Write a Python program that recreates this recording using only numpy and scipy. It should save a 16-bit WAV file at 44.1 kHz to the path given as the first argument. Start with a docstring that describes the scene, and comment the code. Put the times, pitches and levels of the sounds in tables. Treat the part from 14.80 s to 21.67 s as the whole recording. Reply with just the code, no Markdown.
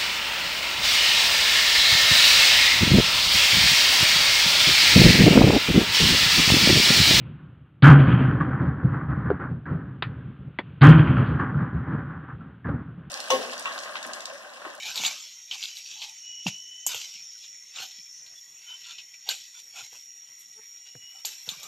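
"""Footsteps in a forest of crickets

Walkers tread dry leaf litter: pressed leaves crackle as dense noise cracks, twigs snap as ringing bursts,
heels thud as sinking low tones, dragged sticks scrape a narrow resonance and a slipping branch creaks once.
Two crickets trill as chopped tones over shaped-noise insects; others whistle in gliding tones or rasp.
Scattered echoes from the trees follow the steps and the trills; patchy treble noise widens the stereo."""
import sys
import numpy as np
from scipy import signal
from scipy.fft import rfft, irfft
from scipy.io import wavfile
from scipy.ndimage import uniform_filter1d

SR = 44100
rng = np.random.default_rng(int(sys.argv[2]) if len(sys.argv) > 2 else 0)


def output_pcm(signal):
    """Save a mono or channel-first signal as 16-bit PCM at the path in sys.argv[1].

    Samples are clipped to [-1, 1] before scaling.
    """
    pcm = np.clip(np.atleast_2d(signal).T, -1, 1) * 32767
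    wavfile.write(sys.argv[1], SR, np.round(pcm).astype(np.int16))


N = 302967

# tone colour of dry leaf litter: (frequency [Hz], relative level [dB])
LITTER_COLOUR = [(100, -65.5), (170, -28), (316, -33.5), (408, -30), (862, -20.5), (1390, -20.5),
                 (1600, -12.5), (1760, -20), (2440, -0.5), (3780, -1), (7020, -9.5), (9400, -39),
                 (13300, -27.5)]


def gain_of(db):
    """Amplitude factor of a level in dB."""
    return 10 ** (np.asarray(db) / 20)


def evened(x):
    """Scales a sound to rms 1."""
    return x / np.sqrt(np.mean(x ** 2) + 1e-20)


def read(points, hz):
    """Reads a (frequency, value) curve at hz, along log frequency."""
    f, value = np.transpose(points)
    return np.interp(np.log(hz + 1), np.log(f + 1), value)


def follow(rows, t):
    """Columns of a (time, values) curve table at the times t."""
    s, *columns = np.transpose(rows)
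    return [np.interp(t, s, c) for c in columns]


def add(mix, s, sound):
    """Lays a sound into the mix from s seconds on."""
    part = mix[round(s * SR):][:len(sound)]
    part += sound[:len(part)]


def resonate(x, hz, width):
    """A resonance: shifts hz (fixed or gliding) down to zero, smooths, and shifts back."""
    turn = np.exp(2j * np.pi * np.cumsum(hz * np.ones(len(x))) / SR)
    r = np.exp(-np.pi * width / SR)
    smooth = signal.lfilter([1 - r], [1, -r], x / turn + 1e-18)
    return 2 * (turn * smooth).real


def narrow_noise(count, hz, width):
    """Noise through the same resonance three times, rms 1."""
    band = rng.standard_normal(count)
    for _ in range(3):
        band = resonate(band, hz, width)
    return evened(band)


def wander(per_s, count=N):
    """Random drift around zero that turns about per_s times a second, from knots evened to rms 1."""
    knots = rng.standard_normal(int(N / SR * 60) + 2)
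    knots = evened(uniform_filter1d(knots, max(1, round(60 / per_s))))
    return np.interp(np.arange(count) / SR * 60, np.arange(len(knots)), knots)


def patches(shape, size):
    """Random blobs over frequency and time, rms 1."""
    across_hz = uniform_filter1d(rng.standard_normal(shape), size[0], 0)
    return evened(uniform_filter1d(across_hz, size[1], 1))


def leaves():
    """Dense cracks of uneven size; each footfall presses them louder and colours them deep or fine."""
    # footfalls: (full weight [s], press down [s], ease off [s], pressure [dB],
    #             deep crush [dB, -13.5 is neutral], fine rustle [dB, -22 is neutral])
    steps = [(.07, 0.2, 0.44, -30.5, -3.5, -12.5), (.17, 0.075, 0.34, -31.5, 5, -9.5),
             (0.254, 0.048, 0.2, -26, 3, -13), (.73, 0.048, 0.57, -34, -9.5, -13),
             (.85, 0.048, 0.042, -28.5, -15, -8), (.98, 0.085, 0.04, -42.5, -12, -1),
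             (1.15, 0.22, .3, -39, -11, -13.5), (1.235, 0.049, .12, -33.5, -6.5, -11),
             (1.68, 0.025, 0.033, -26.5, 2, -10), (2.094, 0.03, 0.34, -31, -1, -16),
             (2.2, 0.13, 0.09, -36.5, -18, -10), (2.64, 0.3, 0.14, -47, -25, -11.5),
             (2.97, 0.079, 0.3, -39, -1, -15), (3.029, 0.11, 0.1, -37.5, 1.5, -7.5),
             (3.9, 0.26, 0.38, -47, -4, -12), (4.12, .16, 0.11, -39, -11, -13.5),
             (4.199, 0.023, 0.026, -39.5, -15, -40), (4.5, 0.048, 0.16, -28.5, -1, -12),
             (4.78, 0.1, 0.091, -46, -6.5, -4.5), (4.992, 0.073, 0.13, -37, 1.5, -7),
             (5.15, .05, 0.12, -46, 2.5, -1.5), (5.6, 0.033, 0.092, -55, -22.5, 11),
             (6.07, 0.041, 0.073, -46, -8, -19), (6.369, 0.1, 0.41, -54, 3, -4),
             (6.475, .025, 0.23, -38, -2.5, -5), (6.72, 0.2, 0.35, -42, 1, -8.5),
             (6.85, 0.14, .3, -43.5, 5, -13)]
    # the litter never quite rests: pressure, deep crush and fine rustle [dB, as above]
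    stir = (-63.5, -19, -5.5)
    press_db = 20  # a step swells and fades by this much over its times
    deep_haste = 1.99  # the deep crush comes and goes this many times as fast

    crack_sizes = gain_of(3.5 * np.minimum(rng.exponential(1, N), 4))
    cracks_now = crack_sizes * (rng.random(N) < 1500 / SR)  # about 1500 cracks per s
    drive = evened(cracks_now * rng.choice([-1., 1.], N)) + 0.98 * rng.standard_normal(N)
    drive = drive * gain_of(2.1 * wander(45.))  # cracks come in clumps
    hz, t, z = signal.stft(drive, SR, nperseg=512, noverlap=384)
    deep = np.clip(np.log(2300 / (hz + 1)) / 0.5, 0, 1)[:, None]
    fine = np.clip(np.log((hz + 1) / 5000) / 0.64, 0, 1)[:, None]

    def power(db, deep_db, fine_db):
        """Power over frequency and time of one press on the leaves."""
        return gain_of(deep * (deep_db + 13.5) + fine * (fine_db + 22)) ** 2 * gain_of(db) ** 2

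    weight = power(*stir) * np.ones(len(t))
    for s, press, ease, db, deep_db, fine_db in steps:
        away = np.where(t < s, (s - t) / press, (t - s) / ease)
        deep_now = deep_db - press_db * (deep_haste - 1) * away
        weight = weight + power(db - press_db * away, deep_now, fine_db)
    # narrow random streaks, about a tenth of a second long, colour the noise
    colour_db = read(LITTER_COLOUR, hz)[:, None] + 4.5 * patches(z.shape, size=(2, 28))
    return signal.istft(z * gain_of(colour_db) * np.sqrt(weight), SR, nperseg=512, noverlap=384)[1][:N]


def chorus():
    """Far insects and air blur into patchy noise."""
    # tone colour of the chorus: (frequency [Hz], relative level [dB])
    chorus_colour = [(40, -13), (170, -22.5), (490, -25.5), (1750, -20), (1950, -8.5), (2300, -10),
                     (4040, -12.5), (4900, -24), (6100, -28), (7800, -19), (9500, -20.5), (11300, -35),
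                     (12300, -34.5), (13000, -25.5)]
    chorus_db = -61
    hz, t, z = signal.stft(rng.standard_normal(N), SR, nperseg=1024, noverlap=768)
    narrow = 2.8 * patches(z.shape, size=(4, 20))
    broad = 2.4 * patches(z.shape, size=(60, 6))
    z = z * gain_of(read(chorus_colour, hz)[:, None] + narrow + broad)
    return gain_of(chorus_db) * evened(signal.istft(z, SR, nperseg=1024, noverlap=768)[1][:N])


def crickets():
    """Each wing tone is chopped into even strokes, which spreads it into a comb of lines."""
    # wing tones of two near crickets: (time [s], higher one [Hz], lower one [Hz])
    wings = [(0, 5615, 5445), (1.0, 5612, 5445), (1.7, 5599, 5430), (3.1, 5611, 5434), (5.3, 5627, 5490),
             (6.87, 5629, 5507)]
    # strokes quicken with the tone: (wing tone [Hz], stroke rate there [per s], added rate [per s per Hz])
    stroke_rates = [(5615, 58, .4), (5460, 60.5, .02)]
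    # trill levels before blend and mix: (time [s], higher one [dB], lower one [dB])
    trill = [(0, -52, -48), (.6, -51, -54), (1.3, -48.5, -55.5), (1.7, -49, -48), (2.1, -51, -55.5),
             (2.35, -47, -48.5), (2.8, -52, -53.5), (3.2, -57, -48), (3.7, -47.5, -61), (4.3, -53, -55.5),
             (4.65, -48.5, -52.5), (5.4, -49.5, -55), (6.2, -54.5, -52.5), (6.87, -54, -52)]
    t, song = np.arange(N) / SR, 0
    # the strokes favour the lines above the wing tone by the share lean
    for hz, (at_hz, rate, slope), db, lean in zip(follow(wings, t), stroke_rates, follow(trill, t), (.8, .2)):
        strokes = rate + slope * (hz - at_hz)
        turn = 2 * np.pi * (np.cumsum(strokes + 0.313 * wander(1.28)) / SR + rng.random())
        wing = 2 * np.pi * np.cumsum(hz + 3.01 * wander(2.28)) / SR
        stroke_shape = np.exp(1.5 * (np.cos(turn) + 1j * lean * np.sin(turn)))
        near = evened((stroke_shape * np.exp(1j * wing)).imag) * gain_of(1.8 * wander(6.0))
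        far = resonate(rng.standard_normal(N), hz + 30, 260)
        far = evened(resonate(far, hz + 30, 260))
        song = song + gain_of(db - 1.0) * (near + 0.68 * far)
    hz = np.fft.rfftfreq(N, 1 / SR)
    return irfft(rfft(song) / (1 + ((hz - 5575) / 215) ** 8), N)  # wings radiate one narrow band


def drones():
    """Two high insect bands swell on their own; a hiss sits at the very top; two thin drones hold."""
    # swelling bands: (centre [Hz], width [Hz])
    high_bands = [(6824, 580), (6326, 103)]
    # their swells: (time [s], first band [dB], second band [dB])
    high_swells = [(0, -70, -71), (.5, -57, -54.5), (1.7, -57, -53.5), (2.8, -55.5, -59), (3.8, -57.5, -62),
                   (6.3, -57.5, -71), (6.7, -73, -60)]
    # hiss at the very top: (time [s], level [dB])
    hiss_curve = [(0, -68), (2.5, -78), (4, -69), (5.3, -70), (6, -71), (6.87, -62)]
    # thin drones: (centre [Hz], width [Hz], level [dB])
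    steady_bands = [(1945, 110, -70.5), (11840, 500, -77.5)]
    t, out = np.arange(N) / SR, 0
    for (hz, width), db in zip(high_bands, follow(high_swells, t)):
        out = out + narrow_noise(N, hz, width) * gain_of(db + 1.2 * wander(27.0))
    hiss_db = follow(hiss_curve, t)[0] + 2.24 * wander(10.0)
    out = out + narrow_noise(N, 12710, 900) * gain_of(hiss_db)
    for hz, width, db in steady_bands:
        out = out + narrow_noise(N, hz, width) * gain_of(db + 2.2 * wander(4.0))
    return out


def widening_noise(x):
    """Patchy random-phase treble noise, opposite in sign left and right, widens the stereo."""
    # share of the source: (frequency [Hz], level re the source [dB])
    width_curve = [(3800, -61.5), (4400, -44), (5500, -26), (7000, -9), (13000, -4.5)]
    hz, t, z = signal.stft(x, SR, nperseg=512)
    z = abs(z) * np.exp(2j * np.pi * rng.random(z.shape))  # random phases
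    z = z * gain_of(read(width_curve, hz)[:, None] + 9.0 * patches(z.shape, size=(40, 8)))
    return signal.istft(z, SR, nperseg=512)[1][:N]


def trees(x):
    """Scattered echoes from trunks, each band dying at its own speed."""
    # echo decay: (frequency [Hz], time to fall 60 dB [s])
    echo_decay = [(300, 0.21), (1000, 0.17), (3000, 0.36), (8000, 0.69)]
    taps = np.zeros(SR // 2)
    at = np.arange(200, len(taps) - 20, 20)
    taps[at + rng.integers(0, 20, len(at))] = rng.choice([-1., 1.], len(at))
    hz, t, z = signal.stft(taps, SR, nperseg=256)
    tail = signal.istft(z * gain_of(-60 * t / read(echo_decay, hz)[:, None]), SR, nperseg=256)[1]
    return signal.fftconvolve(x, tail / np.linalg.norm(tail))[:N]


def scrapes():
    """Fluttering friction of dragged leaves and sticks rings one narrow resonance each."""
    # curled leaves and sticks: (start [s], length [s], pitch [Hz], level [dB])
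    drags = [(.05, 0.032, 1590, -69), (0.323, 0.12, 1260, -62), (0.708, 0.063, 793, -57.5),
             (1.13, 0.23, 844, -60.5), (2.542, 0.036, 1480, -60), (3.545, 0.058, 3430, -54.5),
             (3.857, 0.11, 1440, -60), (3.876, 0.093, 970, -64.5), (3.877, .11, 2780, -59),
             (4.03, 0.13, 1380, -61.5), (4.043, 0.11, 995, -68.5), (4.441, .13, 790, -60.5),
             (4.735, .06, 1440, -65), (4.747, 0.058, 3370, -60), (4.932, 0.1, 760, -58),
             (4.938, 0.098, 1390, -56.5), (4.944, 0.088, 2555, -51), (6.335, 0.068, 770, -62.5),
             (6.456, 0.091, 840, -66)]
    out = np.zeros(N)
    for s, length, hz, db in drags:
        count = round(length * SR)
        ringing = narrow_noise(SR // 2, hz, 194)[-count:]
        rub = ringing * gain_of(db + 2.0 * wander(40., count=count))
        add(out, s, rub * signal.windows.tukey(count, .6))
    return out


def snaps():
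    """Breaking twigs and stiff leaves: a short dull knock and a burst of splinters that dies away."""
    # breaks: (time [s], level [dB], ring [Hz], bright part [dB re level], dull knock [dB re level])
    breaks = [(0.0574, -37.5, 3920, -15, -12), (0.156, -37.5, 3770, -1.5, -7), (0.174, -30.5, 3860, -8, 5),
              (0.2014, -43, 3280, -24, 18), (0.236, -33, 2440, -8, 15), (0.2469, -27, 3700, -12, -22),
              (0.2608, -31, 4160, -2.5, 7), (0.7105, -32, 3110, -50, -5), (0.8256, -42, 4180, -20, -24),
              (0.8388, -41, 4420, -25, -22), (0.97, -49, 3730, -19, -22), (1.2188, -40, 2750, -23.5, 8),
              (1.6657, -29, 2830, -36, 16.5), (2.0646, -43, 3210, 20, 22), (2.145, -40.5, 2870, 2.5, 17),
              (2.2168, -52, 3070, -21, -27), (2.6411, -48.5, 3550, -35, -18), (2.9586, -41, 3550, -29, -8),
              (2.9845, -38, 2670, -31, 4), (3.0199, -39.5, 3010, -11, -8), (3.462, -51, 4160, -8, -11),
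              (4.0413, -49.5, 3520, -21, -19), (4.1816, -41.5, 2950, -43, -26),
              (4.339, -50, 2450, -27, -15), (4.4748, -53, 3100, -18, 18.5), (4.4888, -30.5, 4130, -3, 12),
              (4.9587, -49, 2450, -6, -9), (5.1292, -59.5, 1970, 4, 22.5), (6.4485, -36, 4420, -16, 12),
              (6.4525, -46.5, 2900, 17, -5.5), (6.676, -54, 1500, -3, 11), (6.6885, -34.5, 3760, -5, 4),
              (6.83, -46.5, 4000, 5.5, 11)]
    splinter_t60_s = 0.12
    out, t = np.zeros(N), np.arange(5000) / SR
    litter = gain_of(read(LITTER_COLOUR, np.fft.rfftfreq(len(t), 1 / SR)))
    rise = 1 - np.exp(-t / 0.0014)
    # the first burst is over sooner
    dying = gain_of(-60 * t / splinter_t60_s) * (1 + 0.74 * np.exp(-t / 0.0033))
    for s, db, hz, bright_db, dull_db in breaks:
        grit = rng.standard_normal(len(t))
        splinter = 0.93 * evened(irfft(rfft(grit) * litter))
        rings = (hz, 0.28 * hz, 0), (7000, 1800, bright_db), (12700, 1200, bright_db - 4.5)
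        for ring_hz, width, ring_db in rings:
            ring = resonate(resonate(grit, ring_hz, width), ring_hz, width)
            splinter = splinter + gain_of(ring_db) * evened(ring)
        knock = np.sin(2 * np.pi * 850 * t) * gain_of(dull_db - 60 * t / 0.01)
        add(out, s, gain_of(db) * rise * (knock + splinter * dying))
    return out


def cracks():
    """The sharp first crack of dry wood giving way: a few cycles under a very short bell curve."""
    # cracks: (time of centre [s], level [dB], pitch [Hz])
    wood_cracks = [(.1585, -18, 4500), (.2388, -20, 2910), (.2513, -15, 3040), (.8285, -19.5, 3190),
                   (.8388, -17, 3980), (.8564, -19.5, 3660), (.9702, -23.5, 4070), (1.2191, -23, 3620),
                   (2.0655, -10, 7470), (2.1466, -19, 2950), (2.2182, -25, 2930), (4.4905, -11.5, 3730),
                   (6.1537, -42, 1800), (6.4500, -22, 4200), (6.4535, -19, 5000), (6.6907, -15, 3810)]
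    out, t = np.zeros(N), np.arange(-100, 100) / SR
    for s, db, hz in wood_cracks:
        cycles = 1.0 + hz / 7000
        bell = np.exp(-(t * hz / cycles) ** 2)
        add(out, s + t[0], gain_of(db) * np.cos(2 * np.pi * hz * t + 1) * bell)
    return out


def thuds():
    """Heels on soil and wood: a damped low swing of the ground with a rough knock above it."""
    # heels: (time [s], level before decay [dB], starting pitch [Hz], knock [dB re level, 3 dB added below])
    heels = [(0.195, -40, 277, -11), (1.659, -18.5, 254, -29), (2.141, -47.5, 172, 6.5),
             (2.35, -58, 246.4, -25), (2.997, -52.5, 138, 1.5), (3.182, -56.5, 248, -11),
             (4.481, -65, 230, 15), (5.018, -55, 144, -21), (5.124, -60, 150, 4), (6.15, -42, 177, -2.5),
             (6.674, -43, 198, 0), (6.714, -50.5, 260, -2), (6.767, -51, 200, -22)]
    t60_s, knock_hz = 0.095, 480
    sag, sag_s = .55, .016  # the swing sinks by this share of its pitch, with this time constant
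    hold_s, drop_db = .026, -9.5  # the heel stays down this long, then the level drops
    out, t = np.zeros(N), np.arange(9000) / SR
    rise = 1 - np.exp(-t / 0.004)
    drop = drop_db * np.clip(t / hold_s - 1, 0, .25) * 4  # complete a quarter of the hold later
    for s, db, hz, knock_db in heels:
        sinking = hz * (1 - sag * (1 - np.exp(-t / sag_s)))
        swing = np.sin(2 * np.pi * np.cumsum(sinking) / SR) + .5 * narrow_noise(len(t), sinking, 150)
        knock = np.sin(2 * np.pi * knock_hz * t) + .5 * narrow_noise(len(t), knock_hz, 710)
        thud = swing + knock * gain_of(knock_db + 3.0 - 60 * t / 0.1)
        add(out, s, thud * rise * gain_of(db - 60 * t / t60_s + drop))
    return out


def whistler():
    """Gliding tones that break into beads; a fast flutter sets a weak line on either side."""
    # whistles: (start [s], length [s], first pitch [Hz], last pitch [Hz], first level [dB], last level [dB])
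    whistles = [(1.384, 0.92, 2912, 3042, -44.5, -49), (2.225, 0.46, 5330, 5210, -52, -55),
                (3.856, .12, 3020, 3065, -45.5, -44.5), (5.96, .47, 2830, 2966, -61, -50)]
    rise_s, fall_s = 0.13, .04
    out = np.zeros(N)
    for s, length, first_hz, last_hz, first_db, last_db in whistles:
        t = np.arange(0, length, 1 / SR)
        count = len(t)
        hz = first_hz + (last_hz - first_hz) * t / length
        db = first_db + (last_db - first_db) * t / length
        swell = np.clip(np.minimum(t / min(rise_s, length / 4), (length - t) / fall_s), 0, 1)
        flutter = 1 + 0.17 * np.cos(2 * np.pi * 285 * t)
        bead_phase = np.cumsum(14 + 11.0 * wander(12.0, count=count)) / SR % 1
        beads = 1 - 0.73 * np.exp(-((bead_phase - .5) / 0.097) ** 2)  # a dip between beads
        tone = np.sqrt(2) * np.sin(2 * np.pi * np.cumsum(hz + 8.9 * wander(25., count=count)) / SR)
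        add(out, s, tone * flutter * beads * swell * gain_of(db + 2.2 * wander(20., count=count)))
    return out


def chatter():
    """A raspy insect calls briefly: short uneven bursts of noise, each in its own band."""
    # rasps: (start [s], length [s], centre [Hz], level before the swell [dB])
    rasps = [(3.1, 0.21, 5540, -49.5), (3.26, 0.23, 5900, -46.5), (3.44, 0.27, 5550, -51)]
    out = np.zeros(N)
    for s, length, hz, db in rasps:
        count = round(length * SR)
        rasp = resonate(resonate(rng.standard_normal(count), hz, 700), hz, 700)
        add(out, s, evened(rasp) * np.hanning(count) * gain_of(db + 2.7 * wander(35., count=count)))
    return out


def creak():
    """A branch under load: even slips of bark on bark ring the wood."""
    # wood resonances: (centre [Hz], width [Hz], level [dB])
    wood_modes = [(413, 55, 8), (840, 97, -1), (1270, 240, -8)]
    loudest_s, loudest_db, slips_per_s = 5.796, -53.5, 219.5
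    rise_s, fall_s = .07, 0.024  # to and from 40 dB below
    out, t = np.zeros(N), np.arange(-rise_s, fall_s, 1 / SR)
    db = loudest_db - 40 * np.maximum(-t / rise_s, t / fall_s)
    clicks = np.diff(np.floor(slips_per_s * (t - t[0])), prepend=0)
    wood = sum(gain_of(level_db) * resonate(clicks, hz, width) for hz, width, level_db in wood_modes)
    add(out, loudest_s + t[0], gain_of(db) * evened(wood))
    return out


def scene():
    """Mixes steps, insects and echoes; added random-phase treble noise opens the stereo width."""
    bed, song = leaves() + chorus(), crickets()
    high = drones()
    ground = bed + scrapes() + snaps() + cracks() + thuds() + creak()
    song = 0.72 * song + 0.81 * trees(song)  # echoes smear the wing strokes
    mono = ground + gain_of(-12.5) * trees(ground) + song + chatter() + whistler() + high
    side = widening_noise(bed + high)
    return np.array([mono + side, mono - side])


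def record(dry):
    """The microphone drops deep bass; then a steep low-pass limits the band."""
    edge_hz = 13150
    dry = signal.sosfilt(signal.butter(4, 100, "high", fs=SR, output="sos"), dry)
    low_pass = signal.firwin(511, edge_hz, window=("kaiser", 9), fs=SR)
    return signal.oaconvolve(dry, low_pass[None], "same")


dry = scene()
out = record(dry)
output_pcm(out)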